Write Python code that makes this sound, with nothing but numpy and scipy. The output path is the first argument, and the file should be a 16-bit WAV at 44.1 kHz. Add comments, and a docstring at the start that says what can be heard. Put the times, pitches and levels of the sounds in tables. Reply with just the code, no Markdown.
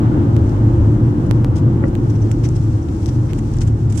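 """Inside a car on a coarse country road strewn with dry weeds, microphone behind the windscreen. From the start
the tyres shake the cabin into a low boom and a wavering hum under a dull roar. A few sharp pops sound close to
the microphone, the loudest on the right at 1.3 s. Near the middle, bumps thud through the floor and stalks
brush the body more often. Then, as the car eases off and the roar sinks, straw hisses louder underneath and
twigs snap on either side."""
import sys
import numpy as np
from scipy import signal
from scipy.fft import rfft, irfft, next_fast_len
from scipy.io import wavfile
from scipy.ndimage import uniform_filter1d, map_coordinates

SR = 44100
rng = np.random.default_rng(int(sys.argv[2]) if len(sys.argv) > 2 else 0)


def digitize_waveform(pressure):
    """Quantize a signal to 16-bit integers and store it at the path in sys.argv[1].

    Rows of a 2-D input are taken as channels; values are limited to [-1, 1].
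    """
    field = np.atleast_2d(pressure).T
    bounded = np.clip(field, -1, 1)
    quanta = np.round(bounded * 32767).astype(np.int16)
    wavfile.write(sys.argv[1], SR, quanta)


N = 176400
T = np.arange(N) / SR


def amp(db):
    """Decibels to gain."""
    return 10 ** (np.asarray(db) / 20)

def unit(x):
    """Scale to rms 1."""
    return x / np.sqrt(np.mean(x ** 2) + 1e-20)

def along(points, hz):
    """Read (Hz, value) points on a log axis."""
    freqs, values = np.transpose(points)
    return np.interp(np.log(hz + 1), np.log(freqs + 1), values)

def curve(rows):
    """Join (seconds, value) points, one value per sample."""
    return np.interp(T, *np.transpose(rows))

def wobble(per_s):
    """A smooth random curve with per_s knots a second."""
    return map_coordinates(rng.standard_normal(int(N * per_s / SR) + 4), [T * per_s])

def filtered(x, response):
    """Filter x by a gain that depends on frequency."""
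    size = next_fast_len(N + SR // 4)
    return irfft(rfft(x, size) * response(np.fft.rfftfreq(size, 1 / SR)), size)[..., :N]

def pan(side_db):
    """Left and right gains from left minus right dB; the nearer side is 1."""
    return amp(np.minimum([[side_db], [-side_db]], 0))

def swell(peak_s, length_s):
    """A rounded rise and fall about a moment."""
    return 1 / np.cosh(np.clip(np.e * (T - peak_s) / length_s, -30, 30))

def even(x, share, window_s):
    """Flatten a share of the slow chance swells of a noise."""
    power = np.abs(uniform_filter1d(np.mean(x ** 2, 0), int(window_s * SR)))
    return unit(x / uniform_filter1d(power + 1e-6, SR // 50) ** (share / 2))

def grains(per_s, spread_db):
    """Random tiny contacts of uneven size on each side."""
    contacts = (rng.random((2, N)) < per_s / SR) * rng.standard_normal((2, N))
    return contacts * amp(spread_db * rng.standard_normal((2, N)))

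# Road noise at the microphone. Each row: frequency in Hz, left-right likeness from -1 to 1.
LIKENESS = [(40, 0.97), (110, 0.99), (300, 0.93), (450, 0.8), (650, 0.46), (900, -0.06), (1400, -0.44),
            (2200, 0.12), (5000, -0.13)]
def cabin_noise(spectrum):
    """Noise of rms 1: alike on both sides in the bass, largely unrelated above."""
    def response(hz):
        angle = np.arccos(np.clip(along(LIKENESS, hz), -1, 1)) / 2
        return amp(along(spectrum, hz)) * [np.cos(angle), np.sin(angle)]
    mid, side = filtered(rng.standard_normal((2, N)), response)
    return unit(np.array([mid + side, mid - side]))

# Debris has more top treble on the right. Each row: frequency in Hz, right minus left in dB.
DEBRIS_BALANCE = [(1500, 2), (3500, -4), (5500, -8.5), (7500, 7.5), (9500, 6.5), (13000, 5.5)]
def debris(x, spectrum):
    """Colour dry contacts as each side of the microphone hears them, rms 1."""
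    sides = np.array([[-.5], [.5]])
    return unit(filtered(x, lambda hz: amp(along(spectrum, hz) + sides * along(DEBRIS_BALANCE, hz))))


# The air all round the microphone. Each row: time in seconds, level in dB.
AIR_LEVEL = [(0, -11.5), (.6, -17.5), (1.1, -14.5), (1.42, -15.5), (1.6, -11.5), (1.87, -16.5),
             (2.02, -13.5), (2.26, -20), (2.6, -16.5), (2.9, -20), (3.06, -22), (3.14, -15), (3.26, -19),
             (3.55, -20), (3.69, -19), (3.79, -21), (3.86, -14), (4, -24)]
# Each row: frequency in Hz, level in dB.
AIR_SPECTRUM = [(30, -77), (70, -38.5), (94, 1), (107, 3), (123, -3), (140, 0), (162, -7), (182, -12),
                (350, -120)]
def cabin_boom():
    """The tyres shake the cabin air into a low boom."""
    return amp(curve(AIR_LEVEL) - 1.5) * even(cabin_noise(AIR_SPECTRUM), share=.45, window_s=.046)

# The note inside the boom, dead centre. Each row: time in seconds, pitch in Hz, level in dB.
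HUM_PATH = [(0, 116.5, -26), (.12, 112.3, -17), (0.241, 120.1, -24.5), (.33, 108.7, -11), (.43, 119.2, -25),
            (.55, 107.9, -17), (.64, 108, -9), (.73, 114.5, -18.5), (.87, 110.9, -13), (.96, 113.9, -17.5),
            (1.08, 119.1, -9.5), (1.22, 113.7, -24), (1.349, 117.9, -10.5), (1.52, 111, -24),
            (1.722, 118.7, -6.5), (1.81, 113.7, -34), (1.9, 110.3, -21), (2.01, 121, -17.5),
            (2.12, 108.3, -20), (2.28, 107.8, -11), (2.38, 113.9, -20.5), (2.47, 120, -14.5),
            (2.72, 108.2, -19.5), (2.85, 109, -17.5), (2.92, 111.7, -29), (3.05, 110, -31.5),
            (3.12, 114.8, -10.5), (3.21, 112.9, -14), (3.26, 116, -23), (3.55, 120, -23),
            (3.65, 107.6, -13), (3.73, 110, -12), (3.8, 114.9, -33), (3.86, 110.5, -14), (4, 105.4, -23)]
def cabin_hum(wander_hz=3.004, flutter_db=1):
    """The cabin's strongest resonance sings on, wavering in pitch and level."""
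    times, hz, db = np.transpose(HUM_PATH)
    pitch = np.interp(T, times, hz) + wander_hz * wobble(18)
    level = amp(np.interp(T, times, db) - 2 + flutter_db * wobble(24))
    return level * unit(np.sin(2 * np.pi * np.cumsum(pitch) / SR))

# The body panels, from inside. Each row: time in seconds, level in dB.
BODY_LEVEL = [(0, -19.5), (.6, -21), (1, -20.5), (1.55, -23), (1.9, -22), (2.3, -23), (2.7, -25),
              (3.1, -25.5), (3.5, -27.5), (4, -27.5)]
# Each row: frequency in Hz, level in dB.
BODY_SPECTRUM = [(80, -84.5), (220, -27.5), (270, -5), (301, 2.5), (316, -0.5), (340, 0.5), (372, -10.5),
                 (430, -16), (600, -46.5), (1500, -120)]
def body_drone(swell_db=1.38):
    """The shaken panels drone, swelling unevenly."""
    level = amp(curve(BODY_LEVEL) - .5 + swell_db * wobble(12))
    return level * even(cabin_noise(BODY_SPECTRUM), share=.1, window_s=.47)

# The engine, from the cabin. 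Each row: time in seconds, level in dB.
ENGINE_LEVEL = [(0, -30), (.3, -19), (.45, -20.5), (.62, -24), (.8, -19.5), (1.05, -27.5), (1.25, -25),
                (1.8, -24), (2.1, -28), (2.9, -23), (3.1, -26), (3.4, -31), (3.7, -20.5), (4, -25.5)]
# Each row: frequency in Hz, level in dB.
ENGINE_SPECTRUM = [(20, -61.5), (48, -32.5), (64, -5), (80, 1.5), (90, -2.5), (110, -27.5), (200, -120)]
def engine_rumble():
    """Engine and drive train shake the car with a low rumble."""
    return amp(curve(ENGINE_LEVEL) + 1) * even(cabin_noise(ENGINE_SPECTRUM), share=.3, window_s=.41)

# The hollow of the tyres. Each row: time in seconds, level in dB.
TYRE_LEVEL = [(0, -21.5), (.9, -24), (1.2, -24), (1.7, -23), (2.1, -27), (2.8, -30.5), (3.3, -29), (4, -27)]
# Each row: frequency in Hz, level in dB.
TYRE_SPECTRUM = [(50, -83.5), (140, -37.5), (183, -4.5), (203, -5.5), (224, -0.5), (240, -2.5), (265, -7.5),
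                 (310, -38), (600, -120)]
def tyre_cavity():
    """The air inside the rolling tyres hums."""
    return amp(curve(TYRE_LEVEL)) * even(cabin_noise(TYRE_SPECTRUM), share=.14, window_s=.22)

# The deepest bass in the cabin. Each row: time in seconds, level in dB.
SPRING_LEVEL = [(0, -31.5), (.35, -33), (.47, -19), (.7, -28.5), (1.8, -28), (2.35, -23.5), (2.6, -32.5),
                (3.1, -28.5), (3.3, -31), (3.55, -24.5), (3.75, -32), (4, -33)]
# Each row: frequency in Hz, level in dB.
SPRING_SPECTRUM = [(10, -33), (20, -17), (33, -6.5), (44, 5), (56, -11.5), (75, -24.5), (150, -120)]
def shudder():
    """The rough surface shakes the body on its springs."""
    return amp(curve(SPRING_LEVEL) + 1) * even(cabin_noise(SPRING_SPECTRUM), share=.38, window_s=.95)

# The tread, outside on the road. Each row: time in seconds, level in dB.
TREAD_LEVEL = [(0, -31), (.4, -33.3), (1.2, -34.5), (1.75, -35.5), (2.05, -37), (2.7, -39), (3.3, -39),
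               (4, -40)]
# Each row: frequency in Hz, level in dB.
TREAD_SPECTRUM = [(60, -38.5), (250, -34.5), (400, -7), (500, -1), (580, -3.5), (680, -7), (850, -3.5),
                  (1050, -8.5), (1400, -11), (1900, -21), (2400, -28.5), (3000, -27), (4000, -34.5),
                  (8000, -41), (11000, -61), (16000, -64.5)]
def tread_roar(flutter_db=.47):
    """The tread roars on the coarse surface, less as the car eases off."""
    return amp(curve(TREAD_LEVEL) + flutter_db * wobble(24.97)) * cabin_noise(TREAD_SPECTRUM)

# Close to the microphone. Each row: start in seconds, level in dB, length in seconds,
# low cut in Hz, left minus right in dB.
CLOSE_POPS = [(0.366, -11, 0.0046, 250, -24), (1.3116, -2, .005, 80, -37),
              (1.4464, -11.5, 0.004, 121.5, 1.5), (1.9533, -12.5, .0002, 1310, -31),
              (2.3148, -11, .00023, 1300, -23), (3.3336, -12, .00019, 1400, -21)]
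def pops(fall_s=.0028, ring_hz=150, edge_hz=9400):
    """Each pop is a sudden step: long ones sag back with a thud, short ones cut off as a tick."""
    out = np.zeros((2, N))
    for start, db, length, low_hz, side in CLOSE_POPS:
        age = np.maximum(T - start, 0)
        held = (T >= start) * np.clip((length - age) * SR, 0, 1)
        step = held * np.exp(-age / fall_s) * np.cos(2 * np.pi * ring_hz * age)
        band = lambda hz: hz ** 2 / (hz ** 2 + low_hz ** 2) / (1 + 1j * hz / edge_hz)
        out += amp(db) * pan(side) * filtered(step, band)
    return out

def ring(modes, detune, scatter_db):
    """One blow's ringing, of unit energy; the modes' pitch and strength vary with the spot struck."""
    t = T[:SR // 8]
    ringing = np.zeros_like(t)
    for hz, db, t60 in modes:
        pitch_luck, level_luck = rng.standard_normal(2)
        decay = amp(db + scatter_db * level_luck - 60 * t / t60)
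        ringing += decay * np.sin(2 * np.pi * hz * (1 + detune * pitch_luck) * t)
    return ringing / np.linalg.norm(ringing)

# Bumps from below. Each row: start in seconds, level in dB.
ROAD_BUMPS = [(0.167, -38), (1.679, -32), (1.838, -23.5), (1.853, -26.5)]
# Each row: frequency in Hz, level in dB, time to fall 60 dB in seconds.
FLOOR_PAN_MODES = [(326, 4.5, 0.089), (436, -1, .04), (523, -1, 0.074), (830, -10, 0.018),
                   (1160, -10, 0.0256), (1386, -7.5, 0.029), (1950, -12, 0.023)]
def bumps(attack_s=.00095):
    """Each bump rings the floor pan with a hollow thud."""
    out = np.zeros((2, N + SR))
    for start, db in ROAD_BUMPS:
        thud = np.array([ring(FLOOR_PAN_MODES, detune=.0091, scatter_db=8.5) for _ in range(2)])
        first, count = round(start * SR), thud.shape[1]
        thud *= 1 - np.exp(-T[:count] / attack_s)
        out[:, first:first + count] += amp(db) * thud / np.std(thud[:, :SR // 100])
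    return out[:, :N]

# Just outside, on either side. Each row: start in seconds, level in dB, time to fall 60 dB
# in seconds, left minus right in dB, centre of the colour in Hz.
TWIG_SNAPS = [(2.316, -28.5, 0.022, -6.5, 7000), (2.4889, -28.5, .014, -6, 6000),
              (3.0602, -18, 0.0024, 28.5, 5050), (3.066, -21, 0.0033, 22, 11700),
              (3.334, -27, 0.0035, -12.5, 3520), (3.5385, -30, .008, -2.5, 6000),
              (3.5687, -35, .008, -11, 7000), (3.5865, -25.5, 0.0039, 11.5, 5050),
              (3.608, -31, .0068, -4, 5450)]
# Each row: frequency in Hz, level in dB.
TWIG_SPECTRUM = [(800, -29), (2300, -6), (3500, -6), (5700, 5), (7500, 5), (10000, -10.5), (14500, -22),
                 (16000, -24)]
def twigs(octave_fall_db=8):
    """Brittle breaks that start at once and die in milliseconds; thin twigs sound higher."""
    out = np.zeros((2, N))
    noise = rng.standard_normal((2, N))
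    for start, db, t60, side, centre_hz in TWIG_SNAPS:
        colour = [(hz, level - octave_fall_db * np.log2(hz / centre_hz) ** 2)
                  for hz, level in TWIG_SPECTRUM]
        decay = (T >= start) * amp(db - 60 * np.abs(T - start) / t60)
        out += pan(side) * decay * debris(noise, colour)
    return out

# Stalks right against the body. Each row: loudest moment in seconds, length in seconds,
# scrape level in dB, panel level in dB, left minus right in dB.
STALK_BRUSHES = [(0.496, 0.0087, -48.5, -65.5, 1), (1.268, .01, -49, -59, 5), (1.56, 0.0042, -42, -47.5, 0),
                 (1.567, 0.0063, -42.5, -48.5, 4), (1.583, .022, -43, -46, 2), (1.884, 0.012, -48, -58, -4),
                 (2.103, 0.013, -45.5, -54.5, 5), (2.157, .02, -49.5, -49.5, 8.5),
                 (2.441, 0.0055, -41, -39, 7), (2.454, 0.022, -41.5, -39.5, 1),
                 (2.564, .015, -40.5, -48, 2.5), (2.889, 0.0082, -60, -41, 3), (3.089, 0.013, -36, -42, 19),
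                 (3.304, .022, -61, -41, 3), (3.39, 0.009, -38, -39, -18), (3.572, 0.011, -49, -48, -9),
                 (3.618, 0.01, -33, -37.5, 2.5), (3.631, .012, -40.5, -44, -17),
                 (3.679, 0.012, -38, -41, -17), (3.904, 0.012, -40.5, -46, -10),
                 (3.926, 0.0089, -37, -42, -12), (3.957, 0.02, -38, -43.5, -17),
                 (3.979, .008, -25.5, -39.5, -26.5), (3.996, 0.017, -31.5, -42, -23)]
# The scrape, then the panel under it. Each row: frequency in Hz, level in dB.
SCRAPE_SPECTRUM = [(1000, -35.5), (3000, -7.5), (4300, -7), (5300, 1), (5900, 1), (6600, 1.5), (7800, -1.5),
                   (9500, -8), (12000, -20), (14500, -26), (15500, -40.5)]
PANEL_SPECTRUM = [(400, -32.5), (1000, 2), (1500, 3.5), (2200, 2), (3000, -1), (4000, -6.5), (6000, -28.5),
                  (12000, -48.5)]
def stalks(panel_db=-2):
    """Each stalk scrapes along the body in a short swell of dense slips and sets the panel buzzing."""
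    scrape, buzz = np.zeros((2, 2, N))
    for peak, length, scrape_db, buzz_db, side in STALK_BRUSHES:
        touch = pan(side) * swell(peak, length)
        scrape += amp(scrape_db) * touch
        buzz += amp(buzz_db + panel_db) * touch
    slips = grains(per_s=6000, spread_db=-2)
    return scrape * debris(slips, SCRAPE_SPECTRUM) + buzz * debris(slips, PANEL_SPECTRUM)

# Plastic trim on the body. Each row: frequency in Hz, level in dB, time to fall 60 dB in seconds.
PLASTIC_MODES = [(1450, 1, 0.015), (2030, 2, .02), (3080, -4.5, .018), (5350, -2, .012), (6100, -2, .015),
                 (7350, -2, .01)]
def trim():
    """Every stalk rattles the trim at another spot, so each rings a little differently."""
    out = np.zeros((2, N))
    slips = unit(grains(per_s=1700, spread_db=-2))
    for peak, length, _, db, side in STALK_BRUSHES:
        ringing = ring(PLASTIC_MODES, detune=.026, scatter_db=1.5)
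        rattle = signal.oaconvolve(slips * swell(peak, length), ringing[None], axes=1)[:, :N]
        out += amp(db - 6.5) * pan(side) * rattle
    return out

# Under the floor. Each row: loudest moment in seconds, length in seconds, level in dB.
CLUMP_KNOCKS = [(0.176, 0.0068, -34), (1.842, 0.026, -29.5)]
# Each row: frequency in Hz, level in dB.
CLUMP_SPECTRUM = [(100, -51.5), (250, -16), (380, -7), (450, -2.5), (530, 7.5), (650, -10), (850, 5.5),
                  (1100, -10.5), (1400, -11.5), (2300, -19), (3200, -33.5), (8000, -57.5), (16000, -92)]
def clumps():
    """Clumps knock softly against the floor."""
    level = sum(amp(db) * swell(peak, length) for peak, length, db in CLUMP_KNOCKS)
    return level * cabin_noise(CLUMP_SPECTRUM)

# The wheel wells, faint from inside. Each row: time in seconds, level in dB.
WHEEL_WELL_LEVEL = [(0, -38.5), (1.1, -39.5), (1.8, -40), (2.4, -44.5), (4, -50)]
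# Each row: frequency in Hz, level in dB.
WHEEL_WELL_SPECTRUM = [(300, -39), (400, -4), (500, 4.5), (580, -7), (750, -44)]
def wheel_wells():
    """The wells hold a hollow note that fades as the car slows."""
    return amp(curve(WHEEL_WELL_LEVEL)) * cabin_noise(WHEEL_WELL_SPECTRUM)

# Faint pings. Each row: loudest moment in seconds, length in seconds, level in dB.
PLATE_PINGS = [(1.568, .005, -49), (2.104, .01, -46.5), (2.161, 0.0098, -53), (2.225, 0.01, -42),
               (2.333, 0.021, -53), (2.455, 0.019, -40), (2.633, 0.0072, -55), (2.83, 0.0097, -52)]
# Each row: frequency in Hz, level in dB.
PLATE_SPECTRUM = [(3000, -120), (4500, -34), (5500, -16), (5850, 0), (6250, -11), (7500, -44),
                  (11000, -120)]
def plate():
    """Some stalks set a thin plate ringing in one high, narrow resonance."""
    level = sum(amp(db) * swell(peak, length) for peak, length, db in PLATE_PINGS)
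    return level * debris(rng.standard_normal((2, N)), PLATE_SPECTRUM)

# Straw beneath the car. Each row: time in seconds, level in dB.
HISS_LEVEL = [(0, -60), (.3, -59.5), (.42, -54.5), (.7, -57), (1.2, -58), (1.45, -59), (2, -57.5),
              (2.1, -53), (2.35, -54), (2.7, -52), (2.88, -53.5), (3.02, -49), (3.28, -53), (3.5, -49.5),
              (3.62, -51.5), (3.76, -56.5), (3.88, -55.5), (4, -49.5)]
# Each row: frequency in Hz, level in dB.
HISS_SPECTRUM = [(700, -25.5), (2000, 0), (3800, -4), (5000, -3), (5800, 0.5), (6600, -0.5), (7800, -3.5),
                 (9500, -8.5), (11500, -18), (14300, -15.5), (15200, -41)]
def straw(crackle_db=-8.5, flutter_db=1.1):
    """Crushed straw gives a fine hiss with crackles in it."""
    hiss = debris(rng.standard_normal((2, N)), HISS_SPECTRUM)
    crackle = debris(grains(per_s=390, spread_db=-3.5), HISS_SPECTRUM)
    return amp(curve(HISS_LEVEL) + flutter_db * wobble(22)) * (hiss + amp(crackle_db) * crackle)


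def scene():
    """Everything heard from behind the windscreen."""
    road = shudder() + engine_rumble() + cabin_boom() + body_drone()
    road += tyre_cavity() + tread_roar() + wheel_wells() + clumps()
    road *= amp([[.435], [-.435]])  # a touch louder on the left
    return road + cabin_hum() + bumps() + straw() + stalks() + trim() + plate() + twigs() + pops()

def record(dry, ceiling=.93, top_hz=15000):
    """The recorder rounds off the highest peaks and keeps nothing above its band limit."""
    rounded = dry / (1 + np.abs(dry / ceiling) ** 10) ** (1 / 10)
    return filtered(rounded, lambda hz: hz < top_hz)


dry = scene()
out = record(dry)
digitize_waveform(out)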